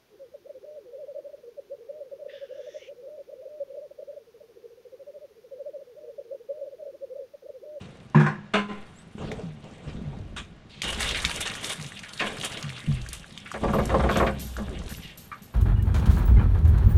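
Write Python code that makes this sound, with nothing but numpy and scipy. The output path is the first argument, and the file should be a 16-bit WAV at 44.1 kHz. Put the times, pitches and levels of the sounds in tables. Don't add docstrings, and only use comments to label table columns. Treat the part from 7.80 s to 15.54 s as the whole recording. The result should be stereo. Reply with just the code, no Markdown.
import sys
import numpy as np
from scipy import signal
from scipy.fft import rfft, irfft
from scipy.io import wavfile
from scipy.ndimage import map_coordinates

SR = 44100
rng = np.random.default_rng(int(sys.argv[2]) if len(sys.argv) > 2 else 0)


def to_wav(sig):
    pcm = np.clip(np.atleast_2d(sig), -1, 1) * 32767
    pcm = np.round(pcm).astype(np.int16)
    wavfile.write(sys.argv[1], SR, pcm.T)


N = 341327
TIME = np.arange(N) / SR
AGE = np.arange(SR) / SR
TOP_HZ = 14600
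ATTACK_S, CLICK_ATTACK_S = 0.004, 0.0005
WOOD_RIPPLE_DB, SHIFTING_DB = 3, 5

# time_s, level_db
RUSTLE_CURVE = [(0.0, -62), (0.68, -73), (1.0, -62), (2.98, -70.5), (3.21, -30.5), (3.47, -34.5),
                (4.22, -47.5), (4.59, -40.5), (5.52, -52), (6.27, -47), (6.7, -52.5), (7.11, -50),
                (7.74, -70)]


def amp(db):
    return 10 ** (np.asarray(db) / 20)


def fade(t60_s):
    return np.exp(-np.log(1000) * AGE / max(t60_s, 1e-3))


def swell(curve):
    return amp(np.interp(TIME, *np.transpose(curve)))


def stroke(hold_s, attack_s, release_s):
    age_s = np.arange(2 * SR) / SR
    return np.minimum(age_s / attack_s, 1) * np.exp(-np.maximum(age_s - hold_s, 0) / release_s)


def add(track, start_s, sound):
    start = int(np.clip(start_s * SR, 0, N - 1))
    track[:, start:start + sound.shape[-1]] += sound[..., :N - start]


def colour(x, spectrum, tilt_db=0, size=4096):
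    octave = np.log2(np.arange(size // 2 + 1) * SR / size + 1)
    hz, db = np.transpose(spectrum)
    gain = amp(np.interp(octave, np.log2(hz), db) + tilt_db * octave)
    cepstrum = irfft(np.log(gain / np.sqrt(np.mean(gain ** 2))))
    cepstrum[1:size // 2] *= 2
    cepstrum[size // 2 + 1:] = 0
    impulse = irfft(np.exp(rfft(cepstrum)))
    return signal.fftconvolve(x, impulse[None], axes=1)[:, :x.shape[1]]


def treble(x, hz, order=1):
    return signal.sosfilt(signal.butter(order, min(hz, SR / 3), "high", fs=SR, output="sos"), x)


def spread(pair, pan_db=0, width=1):
    side = width * (0.35 * pair[1] + 0.21 * treble(pair[1], 580))
    pan = amp(np.array([[pan_db], [-pan_db]]) / 2)
    return (pair[0] + np.array([side, -side])) * pan


def hiss(count, pan_db=0, width=1):
    return spread(rng.standard_normal((2, count)), pan_db, width)


def grains(count, rate, scatter_db, grain_s=0.0056):
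    sizes = amp(scatter_db * np.minimum(rng.exponential(size=count), 4.5))
    hits = sizes * (rng.random(count) < rate / SR)
    power = signal.lfilter([1], [1, -np.exp(-1 / (grain_s * SR))], hits ** 2)
    return np.sqrt(power / power.mean())


def chatter(t60_s, pan_db, width):
    return hiss(SR, pan_db, width) * grains(count=SR, rate=3000, scatter_db=2.5) * fade(t60_s)


def ring(modes, onset_s):
    tone = sum(amp(db) * fade(t60_s) * np.sin(2 * np.pi * hz * AGE) for hz, db, t60_s in modes)
    return tone * (1 - np.exp(-AGE / onset_s))


def hump(hz):
    return [(0.5 * hz, -20), (0.63 * hz, -4), (hz, 0), (1.134 * hz, -2), (2.15 * hz, -18), (5 * hz, -42)]


def woody(spectrum, count=56):
    hz, db = np.transpose(spectrum)
    fine_hz = np.geomspace(hz[0], hz[-1], count)
    ripple_db = WOOD_RIPPLE_DB * rng.standard_normal(count) * np.clip(fine_hz / 600, 0, 1)
    return np.column_stack([fine_hz, np.interp(np.log(fine_hz), np.log(hz), db) + ripple_db])


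def sink(sound, sag, settle_s):
    age_s = np.arange(sound.shape[-1]) / SR
    clock_s = age_s + sag * settle_s * (1 - np.exp(-age_s / settle_s))
    return np.array([np.interp(clock_s, age_s, ear) for ear in np.atleast_2d(sound)])


def shifting(x, scrapes_per_s=35, size=256):
    hz, time_s, bands = signal.stft(x, SR, nperseg=size)
    place = np.meshgrid(time_s * scrapes_per_s, np.pi * np.log2(1 + hz / 1000))
    walk = map_coordinates(rng.standard_normal((2 * size, size)), place, order=1)
    return signal.istft(bands * amp(SHIFTING_DB * walk), SR, nperseg=size)[1][:, :N]


def knocks(blows, modes, clack, onset_s, pan_db, width):
    out, tone = np.zeros((2, N)), ring(modes, onset_s)
    for start_s, ring_db, clack_db, t60_s, tilt_db in blows:
        rattle = colour(chatter(t60_s, pan_db, width), woody(clack), tilt_db)
        add(out, start_s, amp(ring_db) * tone + amp(clack_db) * rattle)
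    return out


def shed(x, t60_s=0.16, wet_db=-8):
    tail = hiss(SR) * fade(t60_s) * (1 - np.exp(-AGE / 0.00032))
    tail = treble(tail / np.sqrt(np.sum(tail ** 2) / 2), 290)
    return x + amp(wet_db) * signal.fftconvolve(x, tail, axes=1)[:, :N]


def yard(air_db=-58, chirp_db=-54, chirp_s=0.08):
    # freq_hz, level_db
    air_spectrum = [(25, -4), (170, -7), (600, -4), (3000, -13), (7500, -29), (10500, -73)]
    out = amp(air_db) * colour(hiss(N), air_spectrum)
    phase = np.linspace(0, np.pi, int(chirp_s * SR))
    hz = 6900 + 1400 * np.sin(phase / 2)
    chirp = np.sin(phase) * np.sin(2 * np.pi * np.cumsum(hz) / SR)
    add(out, 1.15, amp(chirp_db) * chirp)
    return out


def links(ring_db=0, tick_db=-2.0, vary_db=2, detune_hz=25, blur_hz=70):
    # start_s, level_db
    touches = [(5.93, -42.5), (6.295, -44), (6.367, -42), (6.5953, -34.5), (6.661, -44), (7.0913, -37.5),
               (7.374, -42.5), (7.62, -48)]
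    # freq_hz, level_db, t60_s
    link_modes = [(12700, 2, 0.49), (13450, -2, 0.23)]
    out = np.zeros((2, N))
    for start_s, db in touches:
        tones = []
        for ear in rng.standard_normal((2, len(link_modes))):
            varied = [(hz + detune_hz * c, size_db + vary_db * c, t60_s)
                      for (hz, size_db, t60_s), c in zip(link_modes, ear)]
            tones.append(ring(varied, onset_s=0.00064))
        drift = np.cumsum(rng.standard_normal(SR)) * np.sqrt(2 * np.pi * abs(blur_hz) / SR)
        rubbing = grains(count=SR, rate=350, scatter_db=3.5) * np.sqrt(2) * np.cos(drift)
        tick = treble(hiss(SR) * fade(0.5), 3100, order=2)
        add(out, start_s, amp(db + ring_db) * np.array(tones) * rubbing + amp(db + tick_db) * tick)
    return out


def tap(start_s=7.516, ring_db=-35, click_db=-39, click_hz=1400):
    # freq_hz, level_db, t60_s
    tap_modes = [(1177, 0.5, 0.12), (1245, -1, 0.16), (2200, -8, 0.15), (2350, -6.5, 0.14)]
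    click = colour(hiss(SR) * fade(0.2), hump(click_hz))
    out = np.zeros((2, N))
    add(out, start_s, amp(ring_db) * ring(tap_modes, onset_s=0.0015) + amp(click_db) * click)
    return out


def gate():
    # start_s, ring_db, clack_db, clack_t60_s, tilt_db_per_octave
    bumps = [(.346, -7.5, -20, 0.54, 0), (.395, -35, -23, 0.27, 4), (.461, -37, -19.5, 0.19, 2)]
    # freq_hz, level_db, t60_s
    modes = [(150.5, 6, 0.36), (207, -13, 0.63), (218.4, 3, 0.2), (358.3, -9, 0.43), (1004, 19, 0.022),
             (1740, 1.5, 0.046)]
    # freq_hz, level_db
    clack = [(70, -7), (140, 13), (380, 2), (620, -7.5), (950, 6.5), (1200, -4), (1550, 2), (2400, -13),
             (4200, -30), (8000, -38.5), (14000, -65)]
    return knocks(bumps, modes, clack, onset_s=0.021, pan_db=-1.5, width=0.73)


def latch():
    # start_s, ring_db, clack_db, clack_t60_s, tilt_db_per_octave
    strikes = [(.736, -27.5, -16.5, 0.25, -4), (.887, -39.5, -32.5, 0.64, -6.5),
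               (2.563, -71, -30.5, 0.2, 0.5), (4.401, -44, -25.5, 0.39, -5)]
    # freq_hz, level_db, t60_s
    modes = [(203.5, 11, 0.38), (416.4, 6.5, 0.27), (1024, 5.5, 0.3), (1420, -14, 0.52), (2062, -4, 0.16),
             (2832, -7, 0.2)]
    # freq_hz, level_db
    clack = [(60, -32), (200, -3), (700, 2), (1200, 9), (1900, 6), (3300, 7), (4800, -6), (8500, -7),
             (14000, -39)]
    return knocks(strikes, modes, clack, onset_s=0.015, pan_db=-1.5, width=0.81)


def judder(ring_db=-6.0, clack_db=6.0, creak_db=-4, creak_release_s=0.013, creak_hz=980, sag=0.98,
           settle_s=0.014):
    # start_s, level_db, pitch_ratio of clack and creak
    slips = [(5.738, -36, 1.37), (5.833, -27.5, 0.665), (5.88, -31, 0.91), (5.933, -23.5, 0.7),
             (5.984, -25.5, 0.94), (6.091, -30, 1.17), (6.114, -31, 0.75), (6.14, -22, 0.74),
             (6.194, -29.5, 1.03), (6.234, -23.5, 0.85), (6.289, -24.5, 1.1), (6.356, -25.5, 1.16),
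             (6.398, -22, 0.84), (6.424, -24.5, 0.82), (6.464, -27, 1.41), (6.781, -39, 1.06)]
    # freq_hz, level_db, t60_s
    frame_modes = [(63.7, 1.5, 1.66), (134.3, 5.5, 0.38), (208.4, 10, 0.29), (360, 14, 0.14),
                   (444.4, 7, 0.22), (543.8, 13, 0.16), (699.5, 13.5, 0.12), (1127, 15, 0.094)]
    # freq_hz, level_db
    frame_clack = [(50, -18), (200, 6), (780, 7), (1300, 4), (2000, -11), (3400, -24), (9000, -48),
                   (14000, -52)]
    out = np.zeros((2, N))
    tone = ring(frame_modes, onset_s=0.024)
    grip = 1 - np.exp(-AGE / CLICK_ATTACK_S)
    slide = stroke(0.015, ATTACK_S, creak_release_s)[:SR]
    for start_s, db, pitch in slips:
        strained = np.interp(AGE * (1 + 0.024 * rng.standard_normal()), AGE, tone)
        clack_spectrum = woody([(hz * pitch, size_db) for hz, size_db in frame_clack])
        clack = colour(chatter(0.15, pan_db=3.0, width=0.84), clack_spectrum) * grip
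        creak = sink(colour(hiss(SR), woody(hump(creak_hz * pitch))), sag, settle_s) * slide
        slip = amp(ring_db) * strained + amp(clack_db) * clack + amp(creak_db) * creak
        add(out, start_s, amp(db) * slip)
    return out


def board_bursts(pan_db=-2, sag=0.25, release_s=0.022):
    # start_s, hold_s, level_db, settled pitch_hz
    bursts = [(2.073, 0.031, -50, 2630), (2.321, 0.02, -48, 704), (2.894, 0.17, -52.5, 3240),
              (3.343, 0.0071, -24.5, 2070), (4.229, 0.01, -40.5, 1950), (4.393, 0.013, -23.5, 2170),
              (4.96, 0.01, -41, 2480), (5.147, 0.036, -46, 2400), (5.657, 0.0076, -37, 1770),
              (7.216, 0.1, -46.5, 2820)]
    out = np.zeros((2, N))
    for start_s, hold_s, db, hz in bursts:
        roughness = grains(count=2 * SR, rate=1000, scatter_db=1.5)
        force = stroke(hold_s, ATTACK_S, release_s) * roughness
        burst = colour(hiss(2 * SR, pan_db) * force, woody(hump(hz)))
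        add(out, start_s, amp(db) * sink(burst, sag, release_s))
    return out


def thuds(sag=0.367, settle_s=0.061):
    # start_s, level_db, settled pitch_hz, nominal t60_s
    blows = [(1.352, -4.5, 148, 0.031), (1.625, -24.5, 140, 0.55), (2.215, -4.5, 143, 0.044),
             (2.263, -16, 116.4, 0.18), (2.389, -30, 82, 0.63), (3.98, -22.5, 125.6, 0.22),
             (4.052, -14.5, 110, 0.081), (4.831, -21.5, 119.7, 0.44), (5.075, -9, 117.8, 0.35),
             (6.792, -24, 168.8, 0.35), (6.9, -26.5, 304.5, 0.21), (7.619, -31, 149, 0.11)]
    out = np.zeros((2, N))
    for start_s, db, hz, t60_s in blows:
        board = [(hz, 0, t60_s), (0.646 * hz, -12, t60_s), (1.5 * hz, -10, 0.66 * t60_s)]
        add(out, start_s, amp(db) * sink(ring(board, onset_s=0.023), sag, settle_s))
    return out


def shuffling(rest_sway_db=-65, rest_scuff_db=-50, pan_db=2, straw_pan_db=-3):
    # start_s, hold_s, rumble_db, scuff_db, straw_db
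    shifts = [(0, 0.0055, -75, -39.5, -46.5), (1.374, 0.18, -46.5, -38, -43.5),
              (1.831, 0.46, -70, -48.5, -50.5), (2.044, 0.55, -44, -44.5, -79),
              (3.031, 0.41, -37.5, -41, -45.5), (3.534, 0.44, -63, -48, -52.5),
              (4.428, 0.37, -73, -45, -47), (5.065, 0.043, -30.5, -37.5, -58),
              (5.808, 0.63, -34, -29.5, -39), (6.77, 0.29, -37.5, -41, -49)]
    # freq_hz, level_db
    sway_spectrum = [(12, 2.5), (28, 7.5), (64, 14), (100, 2.5), (200, -40), (600, -50)]
    # freq_hz, level_db
    bedding_spectrum = [(40, -30), (90, 0.5), (170, 6.5), (300, -5.5), (600, -19.5), (2500, -39),
                        (14000, -66)]
    # freq_hz, level_db
    straw_spectrum = [(150, 2.5), (450, 6.5), (1800, -11), (3200, -10), (5000, -23), (8500, -23),
                      (14000, -76)]
    force = np.zeros((3, N))
    for start_s, hold_s, *levels_db in shifts:
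        add(force, start_s, amp(levels_db)[:, None] * stroke(hold_s, attack_s=0.0096, release_s=0.12))
    sway, drag, swish = force
    rumble = colour(hiss(N, pan_db) * (sway + amp(rest_sway_db)), sway_spectrum)
    lumps = grains(count=N, rate=550, scatter_db=4.5) * np.hypot(drag, amp(rest_scuff_db))
    scuff = colour(hiss(N, pan_db) * lumps, bedding_spectrum)
    stems = grains(count=N, rate=13000, scatter_db=6.0) * swish
    straw = colour(hiss(N, straw_pan_db) * stems, straw_spectrum)
    return rumble + scuff + shifting(straw)


def clicks(pan_db=-2, width=2, click_t60_s=0.011, rattle_db=-14, rattle_t60_s=0.041, rattle_hz=6500):
    # start_s, level_db, pitch_hz
    short_clicks = [(1.516, -26.5, 2130), (3.0185, -12, 2950), (3.041, -20, 3320), (3.29, -16.5, 3440),
                    (3.3097, -14, 2860), (3.3468, -35, 2760), (3.449, -6.5, 2760), (3.743, -28.5, 3330),
                    (3.844, -16, 3200), (4.044, -29, 2800), (4.12, -29, 1700), (4.191, -27, 3240),
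                    (4.401, -29, 2120), (4.612, -20, 3300), (4.726, -27, 2860), (4.773, -25.5, 3140),
                    (5.262, -27.5, 1720), (5.288, -25, 6650), (5.331, -23, 9300), (5.576, -26.5, 3350),
                    (5.715, -22.5, 1280), (6.055, -24, 7640), (6.371, -23, 7250), (6.766, -23, 1360)]
    out = np.zeros((2, N))
    for start_s, db, hz in short_clicks:
        envelope = fade(click_t60_s) * (1 - np.exp(-AGE / CLICK_ATTACK_S))
        click = colour(hiss(SR, pan_db, width) * envelope, hump(hz))
        rattle = colour(chatter(rattle_t60_s, pan_db, width), hump(rattle_hz))
        add(out, start_s, amp(db) * (click + amp(rattle_db) * rattle))
    return out


def crackles(low_hz=1400, high_hz=7000, strongest_db=13, range_db=18, count=520):
    out, effort = np.zeros((2, N)), swell(RUSTLE_CURVE)
    decay = fade(0.016)[:SR // 20]
    for when, pitch, weak in rng.random((count, 3)):
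        hz = low_hz * (high_hz / low_hz) ** pitch
        click = colour(hiss(len(decay), width=1.25) * decay, hump(hz))
        gain = effort[int(when * N)] * amp(strongest_db - range_db * weak)
        add(out, when * TIME[-1], gain * click)
    return out


def feed(bed_db=-4, husk_db=-10, crunch_db=-5, crackle_db=-3, pan_db=-4.5, width=1.0):
    # start_s, hold_s, relative level_db, husk level re push bright_db
    pushes = [(3.029, 0.076, -27.5, -13), (3.123, 0.01, -31.5, -7), (3.201, 0.04, -29, -11),
              (3.604, 0.0065, -31, 4), (3.652, 0.02, -28.5, -26), (3.827, 0.06, -38, 2.5),
              (3.895, 0.03, -29, -5.5), (4.464, 0.0083, -31.5, -11), (4.63, 0.03, -27.5, -4.5),
              (5.327, 0.01, -36.5, 3), (6.312, 0.077, -35, -17)]
    # freq_hz, level_db
    feed_spectrum = [(150, -5.5), (400, 1.5), (1200, 6.5), (2200, 7.5), (3400, 11), (5000, -7.5),
                     (9300, -3.5), (14000, -78)]
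    rustle = swell(RUSTLE_CURVE)[None]
    stalks = hiss(N, pan_db, width) * grains(count=N, rate=1600, scatter_db=2.5)
    out = shifting(colour(stalks * amp(bed_db) * rustle, feed_spectrum))
    crisp = amp(husk_db) * rustle
    for start_s, hold_s, db, bright_db in pushes:
        push = stroke(hold_s, ATTACK_S, release_s=0.011)
        broken = np.roll(stalks, -int(start_s * SR), axis=1)[:, :len(push)] * push
        add(out, start_s, amp(db + crunch_db) * colour(broken, woody(feed_spectrum)))
        add(crisp, start_s, amp(db + bright_db + crackle_db) * push)
    husks = hiss(N, pan_db, width) * grains(count=N, rate=2200, scatter_db=9.0, grain_s=0.005) * crisp
    return out + colour(husks, [(2500, -13), (5500, -7.0), (9500, -1.0), (14500, -19.0)])


def scene():
    surroundings = yard() + links() + tap()
    timber = gate() + latch() + judder() + board_bursts()
    cow = thuds() + shuffling() + clicks() + crackles() + feed()
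    return shed(surroundings + timber + cow)


def record(dry, soft_hz=11500):
    ports = np.array([np.append(0, dry[0, :-1]), dry[1]])
    soft = signal.sosfilt(signal.butter(2, min(soft_hz, TOP_HZ), fs=SR, output="sos"), ports)
    return signal.sosfilt(signal.ellip(8, 0.2, 70, TOP_HZ, fs=SR, output="sos"), soft)


dry = scene()
out = record(dry)
to_wav(out)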